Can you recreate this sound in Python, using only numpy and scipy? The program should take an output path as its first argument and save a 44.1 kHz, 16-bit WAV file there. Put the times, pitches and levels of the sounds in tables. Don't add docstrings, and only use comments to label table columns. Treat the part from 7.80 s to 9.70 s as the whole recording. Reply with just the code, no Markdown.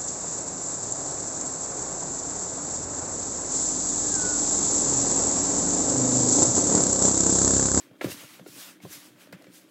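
import sys
import numpy as np
from scipy import signal
from scipy.fft import rfft, irfft, next_fast_len
from scipy.io import wavfile
from scipy.ndimage import uniform_filter1d, map_coordinates

SR = 44100
rng = np.random.default_rng(int(sys.argv[2]) if len(sys.argv) > 2 else 0)


def ratio(d):
    e = np.asarray(d, float) / 20
    return 10 ** e


def to_wav(sig):
    pcm = np.clip(np.atleast_2d(sig), -1, 1) * 32767
    pcm = np.round(pcm).astype(np.int16)
    wavfile.write(sys.argv[1], SR, pcm.T)


N = 83790

# peak t/s, level/dB, rise/(dB/s), fall/(dB/s), dullness/dB
STROKES = [(0.0, -53.5, 97, 154, 4.5), (0.22, -50.5, 2492, 142, 10), (.245, -44, 499, 181, 8),
           (0.317, -37.5, 291, 277, -3.5), (0.416, -46.5, 81, 142, 3.5), (0.542, -52, 69, 153, 5.5),
           (0.679, -50.5, 696, 88, -6), (0.815, -42.5, 112, 128, -3), (0.898, -51, 66, 226, 5.5),
           (1.031, -52.5, 800, 136, 3.5), (1.075, -60.5, 294, 90, 5), (1.131, -40.5, 312, 185, -4.5),
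           (1.2, -53.5, 128, 85, 0.5), (1.268, -53, 65, 340, 1), (1.33, -76, 112, 80, 13),
           (1.42, -54.5, 250, 176, 7), (1.53, -57, 3500, 392, 14.5), (1.575, -69, 198, 157, 12.5),
           (1.624, -81, 1500, 504, -6), (1.65, -66, 54, 62, 8), (1.752, -50.5, 307, 124, -4.5),
           (1.9, -64, 300, 100, 1)]
# f/Hz, density/dB
FLOUR_SPECTRUM = [(410, -11.5), (700, -6), (1100, -3), (2200, -1), (6500, -2.5), (9500, -4.5),
                  (12000, -4.5), (15700, -8)]
# t/s, murmur level/dB
HAND_PRESSURE = [
    (0.0, -60),
    (0.126, -57),
    (0.418, -57.5),
    (0.567, -57.5),
    (0.766, -60),
    (1.062, -62),
    (1.21, -61.5),
    (1.576, -56.5),
    (1.746, -61),
    (1.9, -61.5),
]
# f/Hz, density/dB
MURMUR_SPECTRUM = [(50, -49), (110, -7.5), (200, -10), (295, 3), (420, -10.5), (600, -8.5), (760, -22),
                   (1200, -37.5)]
# f/Hz, density/dB
AIR_SPECTRUM = [(410, -86), (700, -14), (1590, -10.5), (2570, -15), (3250, -19), (3380, -16.5),
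                (15700, -70)]
# t/s, level/dB, favoured f/Hz, crack level/dB, damping/1 (1 = free)
KNOCKS = [(0.111, -51.5, 570, -69, 2.3), (.2125, -31.5, 366, -60, 2.7), (0.2129, -30, 648, -41.5, 2),
          (0.2433, -19.5, 319, -60, 5.5), (0.2442, -28.5, 538, -43.5, 2.2), (0.269, -33.5, 445, -68, 1.17),
          (.284, -34.5, 370, -54.5, 2), (0.297, -36, 289, -55, 2.5), (.316, -42, 600, -57, 3),
          (0.342, -42, 263, -52.5, 3.1), (.435, -47, 443, -57, 1.35), (0.595, -44.5, 563, -58, 1.8),
          (0.661, -45, 630, -64, 3.6), (0.6635, -38, 350, -61, 1.9), (0.683, -43.5, 313, -62, 2.2),
          (.99, -54, 326, -81, 3.4), (1.002, -50, 690, -66, 5.1), (1.05, -37.5, 670, -61.5, 2.8),
          (1.107, -47, 337, -65, 6.1), (1.425, -61, 600, -86, 1.1), (1.472, -55, 533, -63, 2.3),
          (1.5268, -43.5, 520, -56.5, 2.4), (1.614, -52, 626, -69, 1.9), (1.62, -53, 650, -71, 1.9),
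          (1.642, -51, 600, -61.5, 4.8), (1.668, -47, 423, -65, 1.7), (1.7, -46.5, 293, -76, 2.3)]
# f/Hz, level/dB, t60/s
TUB_MODES = [(92, -8, 0.42), (120, -3, 0.064), (140, 9, 0.12), (181, 1.5, 0.28), (285, -14, 0.039),
             (298, -5, 0.21), (383, 5, 0.12), (472, 0.5, 0.038), (526, 9.5, 0.12), (600, 6, 0.142),
             (676, -1, 0.087), (710, -45.5, 0.044)]
# f/Hz, width/Hz, level/dB
WALL_RESONANCES = [(900, 1050, 5.5), (1286, 470, 8), (1635, 260, 6), (2036, 220, 5.5), (2800, 1300, -1.5),
                   (5500, 3000, -14)]
# t/s, level/dB, f/Hz, t60/s
PINGS = [(.111, -60, 1510, .03), (.111, -55, 805, .03), (.2108, -18, 2100, .011), (.2125, -25, 1693, 0.029),
         (.212, -23.5, 2110, 0.024), (.2125, -33, 1357, 0.046), (.2108, -33, 2630, 0.018),
         (0.244, -30, 2290, 0.015), (.243, -42, 1600, .02), (0.242, -33, 936, 0.026),
         (0.316, -38, 2750, 0.049), (0.592, -45, 1403, 0.025), (.594, -53, 2240, .03),
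         (.661, -51, 2730, .025), (0.661, -46.5, 1415, 0.054), (.662, -50, 2170, .03),
         (1.002, -50.5, 2200, .05), (1.002, -71, 1500, .03), (1.052, -43, 1036, 0.043),
         (1.128, -36, 5760, .015), (1.5275, -43, 1430, 0.039), (1.529, -46.5, 2060, 0.049),
         (1.527, -54, 3200, .02), (1.543, -55, 1970, 0.045), (1.641, -55, 2800, .025),
         (1.642, -50, 1390, 0.037), (1.643, -52, 2060, .03), (1.642, -57, 6400, .015),
         (1.669, -51, 2290, 0.037), (1.669, -57, 1700, .03)]
# t/s, level/dB, favoured f/Hz, damping/1 (1 = free)
THUDS = [(0.114, -47.5, 171, 1.6), (0.255, -27, 156.3, 1.4), (0.278, -33, 98, 1), (0.319, -40, 95, 2.9),
         (.442, -47.5, 120, 0.91), (.597, -49, 170, 2.3), (0.612, -41, 200, 1.14), (0.693, -50, 120, 0.67),
         (1.036, -38.5, 205, 1.7), (1.046, -34.5, 200, 1.25), (1.0503, -37, 340, 1.2),
         (1.091, -48, 92, 0.67), (1.151, -54, 92, 0.87), (1.729, -60, 95, .8), (1.052, -42.5, 108, 0.76),
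         (1.534, -40, 198, 1.4), (1.566, -44.5, 240, 3.9), (1.5448, -41, 183, 4.5), (1.681, -50, 163, 0.81)]
# t/s, level/dB, t60/s
SNAPS = [
    (0.244, -25.5, 0.0083),
    (0.3, -55, 0.018),
    (.316, -35, 0.043),
    (1.5257, -35.5, 0.005),
    (1.5282, -40, 0.012),
    (1.623, -46, 0.013),
    (1.642, -56, .012),
]


def unit(x):
    return x / np.sqrt(np.mean(x ** 2) + 1e-20)


def wobble(rate_hz):
    knots = rng.standard_normal(int(N * rate_hz / SR) + 4)
    return map_coordinates(knots, [np.arange(N) * rate_hz / SR])


def filtered(x, response):
    m = next_fast_len(N + SR // 2)
    return irfft(rfft(x, m) * response(np.fft.rfftfreq(m, 1 / SR)), m)[..., :N]


def rush(spectrum, patchy_db, grain_db):
    f_hz, density_db = np.transpose(spectrum)
    grainy = rng.standard_normal(N) * ratio(grain_db * wobble(900))
    z = signal.stft(grainy, nperseg=512)[2]
    field = uniform_filter1d(rng.standard_normal(z.shape), 6, 0)
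    field = uniform_filter1d(field, 6, 1)
    patchy = signal.istft(z * ratio(patchy_db * unit(field)), nperseg=512)[1][:N]
    log_f = np.log(f_hz + 1)
    return unit(filtered(patchy, lambda hz: ratio(np.interp(np.log(hz + 1), log_f, density_db))))


def place(sounds):
    x = np.zeros(N + SR)
    for s, sound in sounds:
        x[round(s * SR):][:len(sound)] += sound
    return x[:N]


def stroke_swells():
    stop_db = 54.5
    s, db, rise, fall, dull_db = np.transpose(STROKES)[..., None]
    late_s = np.arange(N) / SR - s
    slope = np.where(late_s < 0, rise, fall)
    under_db = np.hypot(slope * late_s, 1.5)
    power = ratio(2 * (db - under_db - under_db ** 2 / stop_db))
    bright = np.sqrt(power.sum(0))
    dull = np.sqrt((power * ratio(2 * dull_db)).sum(0))
    return bright, dull


def rubbing(bright, dull):
    dull_hz = 3060
    noise = rush(FLOUR_SPECTRUM, patchy_db=1.5, grain_db=0.5)
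    low = filtered(noise, lambda hz: 1 / (1 + (hz / dull_hz) ** 4))
    return ratio(1.5 + 0.17 * wobble(29.94)) * (bright * (noise - low) + dull * low)


def murmur(bright):
    level_db, unrest_db, follow_share, follow_floor_db = -0.5, 1.2, 0.13, -73
    pressure_db = np.interp(np.arange(N) / SR, *np.transpose(HAND_PRESSURE))
    level = ratio(level_db + pressure_db + unrest_db * wobble(24.94))
    level = level * (1 + bright / ratio(follow_floor_db)) ** follow_share
    return level * rush(MURMUR_SPECTRUM, patchy_db=-2.5, grain_db=0.5)


def unsteady_tone(f_hz, level_db, sway_db, sway_hz, drift_rad, drift_hz):
    t = np.arange(N) / SR
    phase = 2 * np.pi * f_hz * t + drift_rad * wobble(drift_hz)
    return ratio(level_db + sway_db * wobble(sway_hz)) * np.sin(phase)


def room_tone():
    air_db = -66.5
    hum = unsteady_tone(183, -65.5, 3.5, 12, 1.2, 14)
    drone = unsteady_tone(300, -67, 3.5, 15, 1.5, 20)
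    whine = unsteady_tone(3200, -75.5, 0.68, 4.2, 0.22, 14)
    return ratio(air_db) * rush(AIR_SPECTRUM, patchy_db=-2.5, grain_db=2.5) + hum + drone + whine


def blow(db, pitch_hz, damping, contact_cycles):
    spread_oct, scatter_db, soft_cycles, ring_db, swing_shape = 0.53, 3.5, 1.08, -9, 1.5
    t = np.arange(SR // 3) / SR
    hz, level_db, t60_s = np.transpose(TUB_MODES)[..., None]
    nearness = np.exp(-(np.log2(hz / pitch_hz) / spread_oct) ** 2)
    strength = nearness * ratio(level_db + scatter_db * rng.standard_normal(hz.shape))
    onset = 1 - np.exp(-(t * hz / soft_cycles) ** 2)
    modes = strength * ratio(-60 * damping * t / t60_s) * np.sin(2 * np.pi * hz * t) * onset
    share = np.clip(t * pitch_hz / contact_cycles, 0, 1)
    swell = np.sin(np.pi * share ** 0.6) ** swing_shape
    swing = swell * np.sin(2 * np.pi * pitch_hz * t * (1.12 - 0.15 * share))
    return ratio(db) * (swing + ratio(ring_db) * modes.sum(0))


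def crack(db):
    t60_s, attack_s = 0.035, 0.00017
    t = np.arange(SR // 3) / SR
    burst = ratio(db + 15.5 - 60 * t / t60_s) * (1 - np.exp(-t / attack_s))
    return burst * rng.standard_normal(len(t))


def walls(f):
    total = 0
    for k, (centre_hz, width_hz, db) in enumerate(WALL_RESONANCES):
        damped = 1j * f * width_hz
        total = total + (-1) ** k * ratio(db) * damped / (centre_hz ** 2 - f * f + damped)
    return total


def knocks():
    ring = place((s, blow(db, hz, damping, 4)) for s, db, hz, _, damping in KNOCKS)
    cracks = place((s, crack(crack_db)) for s, _, _, crack_db, _ in KNOCKS)
    return ring + filtered(cracks, walls)


def ping(db, f_hz, t60_s):
    attack_cycles = 1.3
    t = np.arange(SR // 10) / SR
    onset = 1 - np.exp(-t * f_hz / attack_cycles)
    return ratio(db - 60 * t / t60_s) * np.sin(2 * np.pi * f_hz * t) * onset


def pings():
    return place((s, ping(db, hz, t60_s)) for s, db, hz, t60_s in PINGS)


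def thuds():
    return place((s, blow(db, hz, damping, 2.18)) for s, db, hz, damping in THUDS)


def snaps():
    bottom_hz, top_hz = 1510, 11900
    t = np.arange(SR // 20) / SR
    bursts = place((s, ratio(db - 60 * t / t60_s) * rng.standard_normal(len(t))) for s, db, t60_s in SNAPS)
    return filtered(bursts, lambda hz: 1j * hz / (bottom_hz + 1j * hz) / (1 + 1j * hz / top_hz) ** 2)


def kitchen(x):
    level_db, t60_s, gap_s = -15, 0.25, 0.004
    t = np.arange(SR // 3) / SR
    tail = rng.standard_normal(len(t)) * ratio(-60 * t / t60_s) * (t > gap_s)
    return ratio(level_db) * signal.fftconvolve(x, tail / np.linalg.norm(tail))[:N]


def scene():
    bright, dull = stroke_swells()
    hand = rubbing(bright, dull) + murmur(bright)
    blows = knocks() + pings() + thuds() + snaps()
    return (hand + room_tone() + blows + kitchen(blows))[None]


def low_pass(x):
    return signal.sosfilt(signal.butter(12, 16510, fs=SR, output="sos"), x)


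def record(dry):
    low_cut_hz, top_hz = 104, 15800
    mix = filtered(dry, lambda hz: (hz < top_hz) / np.sqrt(1 + (low_cut_hz / (hz + 1)) ** 8))
    return low_pass(mix)


dry = scene()
out = record(dry)
to_wav(out)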